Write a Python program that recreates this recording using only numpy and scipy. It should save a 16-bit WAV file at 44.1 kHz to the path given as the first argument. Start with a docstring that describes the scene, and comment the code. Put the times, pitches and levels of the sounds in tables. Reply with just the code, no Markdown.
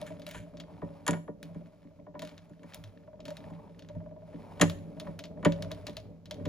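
"""A hand-cranked die-cutting machine on a craft table in a small room, close to a pair of microphones.
From the start the rollers rumble, a stack of plastic plates slides over the bed and the gear teeth ring
one after another, while the squeezed plastic ticks and creaks. As the steel dies and the plate ends pass
the nip, the stack clunks against the housing: hard at about 1.1 s, hardest at 4.6 s, again at 5.4 s.
The rumble is strongest at the very end, and the walls answer softly throughout."""
import sys
import numpy as np
from scipy import signal
from scipy.fft import rfft, irfft, next_fast_len
from scipy.io import wavfile
from scipy.ndimage import uniform_filter1d, map_coordinates

SR = 44100
rng = np.random.default_rng(int(sys.argv[2]) if len(sys.argv) > 2 else 0)


def put_to_file(sound):
    """Save the sound as 16-bit audio at rate SR, in the file named by the first command-line argument."""
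    columns = np.atleast_2d(sound).T  # one column per channel
    safe = np.clip(columns, -1, 1)
    whole_steps = np.round(safe * 32767)
    wavfile.write(sys.argv[1], SR, whole_steps.astype(np.int16))


N = 285970
AGE = np.arange(SR // 2) / SR  # seconds since a contact

# modes of the housing on the table: pitch_hz, level_db, t60_s
HOUSING_MODES = [(62, -19, .3), (92, -12.5, 0.13), (165.9, 1.5, 0.31), (208.6, -6, 0.22),
                 (230.6, -6.5, 0.18), (287.2, 2.5, 0.17), (366, -16.5, 0.27), (450.6, -2, 0.1),
                 (562.2, -7.5, 0.54), (594, 3, 0.12)]
# modes of the squeezed plastic: pitch_hz, level_db, t60_s
PLASTIC_MODES = [(1150, -7, .012), (1450, -2, .012), (1780, 0, .015), (2200, -2, .012), (3300, -6, .008),
                 (5900, -11, .01)]
# the plates' slide over the bed, with a lull at each turn of the crank: time_s, level_db
SLIDE_LEVELS = [(0, -60.5), (0.17, -69.5), (0.5, -74.5), (0.66, -73.5), (1.05, -71), (1.27, -97.5),
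                (1.48, -71.5), (1.8, -78.5), (2.14, -88.5), (2.28, -68.5), (2.6, -79.0), (2.7, -65.5),
                (3.0, -79), (3.18, -84), (3.35, -66.5), (3.7, -76.5), (3.95, -76.0), (4.17, -83),
                (4.3, -71.5), (4.55, -66), (4.9, -73.5), (5.08, -66.5), (5.3, -80), (5.6, -67.5),
                (5.95, -69), (6.22, -84), (6.36, -72), (6.48, -77)]
# spectrum of a clack of the plates: frequency_hz, level_db
CLACK_SPECTRUM = [(200, -23.5), (430, 1), (600, -1.5), (950, 7), (1300, -1.5), (1850, 0), (2500, -7.5),
                  (3200, -3.5), (4000, -9), (8000, -19), (16000, -52.5)]
# spectrum of a bright snap: frequency_hz, level_db
SNAP_SPECTRUM = [(500, -30), (2000, -6), (3100, -4), (4200, -9), (5800, -6), (6500, -1), (7200, 2),
                 (8400, -15), (9700, -9), (10600, -1), (12000, -20), (14500, -17), (16000, -32)]
# spectrum of a dry tick in the plastic: frequency_hz, level_db
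TICK_SPECTRUM = [(200, -21.5), (600, -5), (1100, -5.5), (2000, -2), (3700, 2), (5000, -3.5), (7000, -9.5),
                 (8500, -29), (16000, -31)]


def amp(db):
    """Decibels to gain."""
    return 10 ** (np.asarray(db) / 20)


def unit(x):
    """Scaled to rms 1."""
    return x / np.sqrt(np.mean(x ** 2) + 1e-20)


def crest(x, size):
    """Scaled so that its loudest stretch of size samples has rms 1."""
    return x / np.sqrt(uniform_filter1d(x ** 2, size, mode="constant").max() + 1e-20)


def along(points, hz):
    """Interpolate (frequency_hz, value) points on a log axis."""
    frequencies, values = np.transpose(points)
    return np.interp(np.log(hz + 1), np.log(frequencies + 1), values)


def curve(points):
    """Interpolate (time_s, value) points at every sample."""
    return np.interp(np.arange(N) / SR, *np.transpose(points))


def wobble(rate):
    """A smooth random curve, rate knots a second."""
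    return map_coordinates(rng.standard_normal(int(N * rate / SR) + 4), [np.arange(N) * rate / SR])


def swells(rows, attack_s, release_s):
    """Gain of (start_s, length_s, level_db) events: each rises, holds and dies away."""
    t = np.arange(N) / SR
    return sum(amp(db) * np.exp(-np.maximum(s - t, 0) / attack_s - np.maximum(t - s - hold, 0) / release_s)
               for s, hold, db in rows)


def filtered(x, response):
    """x through a complex frequency response."""
    size = next_fast_len(x.shape[-1] + 8192)
    return irfft(rfft(x, size) * response(np.fft.rfftfreq(size, 1 / SR)), size)[..., :x.shape[-1]]


def shaped(x, spectrum):
    """x through a causal filter of the given spectrum, at rms 1."""
    def response(hz):
        cepstrum = irfft(np.log(amp(along(spectrum, hz))))
        half = len(cepstrum) // 2
        return np.exp(rfft(np.r_[cepstrum[0], 2 * cepstrum[1:half]], 2 * half))
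    return unit(filtered(x, response))


def softened(x, corner_hz):
    """A soft contact passes nothing much above its corner."""
    return signal.lfilter(*signal.butter(2, min(corner_hz, SR / 3), fs=SR), x)


def rise(seconds):
    """A contact takes a moment to build up its force."""
    return 1 - np.exp(-(AGE / seconds) ** 2)


def fade(t60):
    """Free decay after a contact, 60 dB in t60 seconds."""
    return np.exp(-np.log(1000) * AGE / t60)


def ring(modes, scatter_db):
    """The modes of a struck part, at new strengths for every blow."""
    return sum((-1) ** k * amp(db + scatter_db * rng.standard_normal())
               * fade(t60) * np.sin(2 * np.pi * hz * AGE) for k, (hz, db, t60) in enumerate(modes))


def burst(spectrum, t60, tail_db, tail_t60):
    """Dense unresolved modes: a fast first decay and a weaker long one."""
    return shaped(rng.standard_normal(len(AGE)) * (fade(t60) + amp(tail_db) * fade(tail_t60)), spectrum)


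def grains(rate, spread):
    """Random tiny contacts of uneven size, rate a second."""
    return (rng.random(N) < rate / SR) * rng.standard_normal(N) * np.exp(spread * rng.standard_normal(N))


def add(track, s, sound):
    """Lay a sound into a track at s seconds."""
    start = max(0, round(s * SR))
    span = track[start:start + len(sound)]
    span += sound[:len(span)]


def rollers():
    """Small bumps under the rollers shake the housing; the table sways, more when the hand bears down."""
    # rumble from the load on the rollers: time_s, level_db
    load = [(0, -47.5), (0.3, -53), (0.75, -48.5), (1.0, -49.5), (1.5, -51), (1.8, -60.0), (2.15, -50),
            (2.55, -57.5), (3.0, -55.5), (3.45, -48.0), (3.72, -52.5), (4.05, -52.5), (4.5, -47),
            (4.8, -44), (5.25, -47), (5.6, -42), (6.0, -51), (6.25, -50), (6.48, -37.5)]
    # spectrum of the grinding rollers: frequency_hz, level_db
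    grind_spectrum = [(25, -20.5), (55, -1), (110, -8.5), (165, -0.5), (220, 0), (290, -9.5), (450, -7),
                      (620, -12), (800, -18.5), (1300, -36), (2500, -63)]
    # the hand bearing down: start_s, length_s, level_db
    heaves = [(.36, 0.053, -48.5), (2.79, 0.063, -49), (3.96, 0.051, -50), (4.63, 0.09, -38),
              (5.46, 0.59, -52.5), (6.4, .04, -50)]
    # spectrum of the swaying table: frequency_hz, level_db
    sway_spectrum = [(25, -31.5), (45, -12.5), (60, 0.5), (78, -14), (98, 11), (120, -3.5), (200, -32),
                     (400, -75.5)]
    rumble_db = curve(load)
    bumps = grains(rate=160, spread=.2) * amp(2.5 * wobble(18))
    ringing = signal.fftconvolve(bumps, ring(HOUSING_MODES, scatter_db=0))[:N]
    # soft bumps favour the low modes
    shaken = shaped(ringing, [(90, -9), (165, 0), (215, -6), (290, -5.5), (600, -6), (1500, -25)])
    grind = amp(-7 + 2.5 * wobble(25)) * shaped(rng.standard_normal(N), grind_spectrum)
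    sway_gain = np.hypot(amp(rumble_db - 11.5), swells(heaves, attack_s=.04, release_s=.05))
    sway = sway_gain * shaped(rng.standard_normal(N), sway_spectrum)
    return amp(rumble_db - 2) * (shaken + grind) + sway


def sliding():
    """The plates hiss over the bed on thousands of tiny contacts a second."""
    # spectrum of the hiss: frequency_hz, level_db
    hiss_spectrum = [(300, -1), (900, 10), (1900, -2), (2300, 2.5), (2800, -5), (4800, -8.5), (5400, -9.5),
                     (5900, -14), (7200, -15), (8500, -23.5), (10500, -9), (12000, -35), (14500, -12.5),
                     (16000, -28.5)]
    hiss = amp(1.2 * wobble(33)) * shaped(grains(rate=6000, spread=.2), hiss_spectrum)
    return amp(curve(SLIDE_LEVELS) + 4) * hiss


def grit(per_second=11):
    """Faint dull ticks come at random, following the level of the sliding."""
    out = np.zeros(N)
    slide_db = curve(SLIDE_LEVELS)
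    for i in np.flatnonzero(rng.random(N) < per_second / SR):
        crack = crest(burst(TICK_SPECTRUM, t60=.012, tail_db=-8, tail_t60=.06), size=45)
        hollow = crest(ring(PLASTIC_MODES, scatter_db=4), size=45)
        add(out, i / SR, amp(slide_db[i] + 9 + 3 * rng.standard_normal()) * (crack + hollow))
    return softened(out, corner_hz=3200)


def teeth(plate_ticks):
    """(start_s, level_db) of each gear jolt: an even pace through each push, and one at each tick."""
    # pushes on the crank: first_tooth_s, last_tooth_s, tooth_count, first_db, last_db
    pushes = [(0.014, 0.276, 4, -41.5, -46.5), (0.461, 0.679, 4, -53.5, -53.5),
              (1.43, 1.722, 6, -53, -59.5), (1.908, 2.217, 5, -59, -42), (2.33, 2.932, 9, -62.5, -64),
              (3.072, 3.248, 4, -49, -48), (3.277, 3.307, 2, -41, -40.5), (3.376, 3.497, 3, -56, -53.5),
              (3.897, 4.326, 9, -45.5, -52.5), (4.971, 5.106, 4, -45.5, -49), (5.19, 5.369, 4, -56, -48.5),
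              (5.581, 5.83, 5, -43.5, -52.5)]
    jitter_s, scatter_db = .002, 1.2
    hard_tick_db, hard_jolt_db = -31, -44.5  # weaker ticks jolt the gears far less
    meshing = np.vstack([np.linspace((first_s, first_db), (last_s, last_db), round(count))
                         for first_s, last_s, count, first_db, last_db in pushes])
    meshing += rng.standard_normal(meshing.shape) * [jitter_s, scatter_db]
    return list(meshing) + [(s, hard_jolt_db + 1.3 * (db - hard_tick_db)) for s, db, _ in plate_ticks]


def gears(plate_ticks):
    """Each tooth taps, nudges the housing and, loading up, rings the gears at a slightly new pitch."""
    # modes of the gear train: pitch_hz, level_db, t60_s
    gear_modes = [(614, 0, .06), (592, -25, .24), (668, -12, .05), (965, -22, .06)]
    out = np.zeros(N)
    for s, db in teeth(plate_ticks):
        detune = 1 + .018 * rng.standard_normal()
        tone = sum(amp(level) * fade(t60) * np.sin(2 * np.pi * hz * detune * AGE)
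                   for hz, level, t60 in gear_modes)
        loaded = crest(tone * rise(.02), size=450)
        contact = burst(CLACK_SPECTRUM, t60=.022, tail_db=-24, tail_t60=.22) * rise(.003)
        tap = crest(softened(contact, corner_hz=1500), size=110)
        housing = ring(HOUSING_MODES, scatter_db=2) * rise(.004)
        nudge = crest(softened(housing, corner_hz=400), size=450)
        add(out, s, amp(db) * (loaded + amp(-10.5) * tap + amp(-11.5) * nudge))
    return out


def ticks(plate_ticks):
    """The squeezed plastic lets go in short dry ticks, each followed by a weaker slip as it settles."""
    # spectrum of a tick's sharp edge: frequency_hz, level_db
    edge_spectrum = [(2000, -25), (6500, -3), (8400, -8), (9400, 0), (11000, 0), (12000, -10), (13500, 0),
                     (15000, -3), (16000, -14)]
    out = np.zeros(N)
    for s, tick_db, edge_db in plate_ticks:
        settle_s = .022 * rng.uniform(.44, 2)
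        settle_db = -18.5 + 2 * rng.standard_normal()
        for delay_s, drop_db in [(0, 0), (settle_s, settle_db)]:
            crack = crest(burst(TICK_SPECTRUM, t60=.0097, tail_db=-6, tail_t60=.075), size=45)
            hollow = crest(ring(PLASTIC_MODES, scatter_db=4), size=45)
            edge = crest(burst(edge_spectrum, t60=.006, tail_db=-16, tail_t60=.07), size=45)
            tick = amp(tick_db - 4.5) * (crack + amp(-10) * hollow) + amp(edge_db + 3.5) * edge
            add(out, s + delay_s, amp(drop_db) * tick)
    return out


def creaks():
    """The stack creaks in quick uneven slips as the rollers squeeze it."""
    # squeezes that creak: start_s, length_s, level_db
    squeezes = [(.068, 0.013, -56), (.275, 0.047, -59), (.348, 0.024, -52), (2.22, .05, -64),
                (3.26, 0.026, -61.5)]
    slips = grains(rate=4400, spread=.45) * amp(1.5 * wobble(88))
    squeak = unit(signal.fftconvolve(slips, ring(PLASTIC_MODES, scatter_db=1))[:N])
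    crackle = amp(-5.5) * shaped(slips, SNAP_SPECTRUM) + amp(-8) * shaped(slips, TICK_SPECTRUM)
    return swells(squeezes, attack_s=.006, release_s=.028) * (squeak + crackle)


def bend(x, lag_s, corner_hz):
    """Bending waves carry the treble first and the bass last, so each blow chirps downward."""
    return filtered(x, lambda hz: np.exp(-2j * np.pi * lag_s * corner_hz * np.arctan(hz / corner_hz)))


def knocks():
    """Each blow thumps the housing and clacks the plates; hard ones are brighter and snap the die."""
    # blows of the stack on the housing: start_s, thud_db, clack_db, snap_db
    blows = [(0.344, -50, -43, -67), (.818, -36, -43, -86), (1.0652, -42, -34.5, -33),
             (1.0785, -28, -26.5, -24), (1.108, -33.5, -45.5, -31), (1.131, -40.5, -35, -51),
             (1.168, -49, -49, -69), (1.278, -39.5, -41.5, -96), (1.546, -39.5, -57.5, -68),
             (1.841, -50, -68.5, -78.5), (2.065, -56.5, -52, -105), (2.151, -52, -43.5, -95.5),
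             (2.221, -45.5, -47, -49), (2.495, -47.5, -68, -67), (2.632, -48, -53.5, -64),
             (3.503, -44.5, -62, -68), (3.952, -38, -67, -77), (4.33, -41.5, -58, -79),
             (4.597, -24, -38, -45), (4.612, -45.5, -21, -23), (4.6144, -21.5, -24.5, -15.5),
             (4.627, -50, -30, -48), (5.068, -40, -43.5, -89.5), (5.428, -38.5, -42, -66),
             (5.4489, -19.5, -23, -31), (5.708, -44.5, -46, -67), (5.88, -42.5, -49, -56),
             (6.397, -43, -58, -77), (6.453, -35, -44, -57)]
    # modes of the plate stack: pitch_hz, level_db, t60_s
    stack_modes = [(775, -12, .08), (974, 0, .14), (1170, -11, .1), (1428, -5, .09), (1725, -7, .09),
                   (1855, -1, .11), (2265, -8, .1)]
    # modes of the steel die: pitch_hz, level_db, t60_s
    die_modes = [(6620, -3, .06), (6950, -2, .035), (7130, 0, .04), (7350, -4, .035), (10020, -12, .04),
                 (10520, -7, .04)]
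    # spectrum of the housing's thud: frequency_hz, level_db
    thud_spectrum = [(25, -44), (60, -17.5), (130, -8.5), (200, -5.5), (450, -1), (700, -5.5), (1100, -12),
                     (3000, -92)]
    body, bright = np.zeros(N), np.zeros(N)
    # the first wave of a contact goes straight through the machine
    impulse = 1. * (AGE == 0)
    push = crest(shaped(impulse, thud_spectrum), size=350)
    rap = crest(shaped(impulse, CLACK_SPECTRUM), size=110)
    for s, thud_db, clack_db, snap_db in blows:
        housing = crest(ring(HOUSING_MODES, scatter_db=1.5) * rise(.00057), size=350)
        stack = crest(ring(stack_modes, scatter_db=2) * rise(.001), size=110)
        steel = crest(ring(die_modes, scatter_db=1.5), size=45)
        thump = crest(burst(thud_spectrum, t60=.036, tail_db=-24, tail_t60=.35), size=350)
        thud = housing + amp(-19) * push + amp(-4.5) * thump
        thud = softened(thud, corner_hz=1100 * amp(.7 * (clack_db - thud_db)))
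        edge_echoes = burst(CLACK_SPECTRUM, t60=.078, tail_db=-13.5, tail_t60=.083) * rise(.0012)
        firmness = np.clip((clack_db + 42) / 22, 0, 1)  # a hard blow rattles the whole stack
        clack = rap + amp(-4.5) * stack + amp(-7 + 10 * firmness) * crest(edge_echoes, size=110)
        clack = softened(clack, corner_hz=4200 * amp(.29 * (snap_db - clack_db)))
        crack = crest(burst(SNAP_SPECTRUM, t60=.0086, tail_db=-23, tail_t60=.09), size=45)
        snap = (amp(-8.5) * steel + crack) * rise(.0006)
        add(body, s, amp(thud_db + 2) * crest(thud, size=350) + amp(clack_db) * crest(clack, size=110))
        add(bright, s, amp(snap_db - 2) * crest(snap, size=45))
    return bend(body, lag_s=.015, corner_hz=594) + bright


def rubs():
    """Three times a plate rubs along the bed, duller and grainier than the hiss."""
    # strokes of a plate on the bed: start_s, length_s, level_db
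    strokes = [(.68, 0.29, -64), (3.43, 0.22, -62), (4.4, .22, -61)]
    # spectrum of the rubbing: frequency_hz, level_db
    rub_spectrum = [(400, -39), (720, 7.5), (950, 10.5), (1180, -1.5), (1400, -10.5), (3000, -22),
                    (6000, -40)]
    friction = amp(2 * wobble(50)) * shaped(grains(rate=2500, spread=.35), rub_spectrum)
    return swells(strokes, attack_s=.035, release_s=.06) * friction


def room(x):
    """The walls answer each microphone with a different short tail; the bass dies first."""
    # decay of the small room: frequency_hz, t60_s
    decay = [(100, 0.22), (600, 0.33), (3000, 0.39), (8000, 0.34), (15000, 0.54)]
    hz, t, noise = signal.stft(rng.standard_normal((2, SR // 2)), SR, nperseg=256)
    tail = signal.istft(noise * amp(-60 * t / along(decay, hz)[:, None]), SR, nperseg=256)[1]
    delayed = np.pad(x, (300, 0))[None]
    return signal.fftconvolve(delayed, tail / np.linalg.norm(tail[0]), axes=1)[:, :N]


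def microphones(x):
    """The near machine reaches the two microphones with a different phase and level."""
    # level of the left microphone over the right: frequency_hz, level_db
    tilt = [(60, 0), (700, .3), (1300, -.3), (2400, 2), (4400, 2.8), (7500, -.5), (15000, .3)]
    # phase lead of the left over the right: frequency_hz, phase_rad
    lead = [(40, -.4), (160, -.9), (300, -.65), (600, -.95), (860, .95), (1400, .8), (3200, .85),
            (7000, .75), (9500, -1.2), (14000, -1.6)]

    def response(hz):
        left = amp(along(tilt, hz) / 2) * np.exp(.5j * along(lead, hz))
        return np.array([left, 1 / left])
    return filtered(x, response)


def scene():
    """The machine close up, the walls behind it and the quiet air."""
    # the clearest ticks of the strained plates, which also jolt the gears: start_s, tick_db, edge_db
    plate_ticks = [(0.015, -41, -52), (.066, -48.5, -60), (0.197, -52, -63), (0.219, -46.5, -73),
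                   (0.266, -35.5, -50), (.29, -48, -52), (0.311, -39.5, -50), (.571, -48, -84),
                   (.6, -39, -62.5), (1.429, -39, -53), (2.194, -37, -55), (2.22, -37.5, -53.5),
                   (2.25, -44.5, -60), (2.274, -45, -62), (2.292, -46.5, -74.5), (2.379, -45, -70.5),
                   (2.736, -41.5, -74), (2.745, -40, -46), (2.839, -42, -61), (3.204, -47, -81.5),
                   (3.254, -39.5, -58), (3.281, -42.5, -63), (3.305, -41.5, -59), (3.369, -40, -58),
                   (3.793, -45.5, -65.5), (3.823, -47.5, -81), (3.888, -48, -76), (4.698, -32, -50),
                   (4.999, -36, -50.5), (5.191, -36, -52), (5.239, -39, -69), (5.254, -45.5, -64),
                   (5.522, -34.5, -60), (5.624, -33.5, -51.5), (5.716, -33.5, -51.5), (5.868, -34, -51),
                   (5.896, -43.5, -64), (5.968, -32, -52), (6.257, -47, -67), (6.31, -30.5, -49.5),
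                   (6.456, -38.5, -61)]
    # spectrum of the room tone: frequency_hz, level_db
    air_spectrum = [(15, -45.5), (25, -1.5), (170, -4.5), (489, -25), (607, -5.5), (754, -29.5),
                    (6740, -34), (8590, -46.5), (10400, -56.5), (14000, -37), (16000, -64)]
    machine = knocks() + ticks(plate_ticks) + grit() + gears(plate_ticks) + rollers()
    machine += sliding() + rubs() + creaks()
    air = amp(-68.5) * shaped(rng.standard_normal((2, N)), air_spectrum)
    return amp(1.2) * microphones(machine) + amp(-15) * room(machine) + air


def record(dry):
    """Both channels roll off steeply at the top of the treble."""
    top_hz = 16200
    return filtered(dry, lambda hz: 1 / np.sqrt(1 + (hz / top_hz) ** 120))


dry = scene()
out = record(dry)
put_to_file(out)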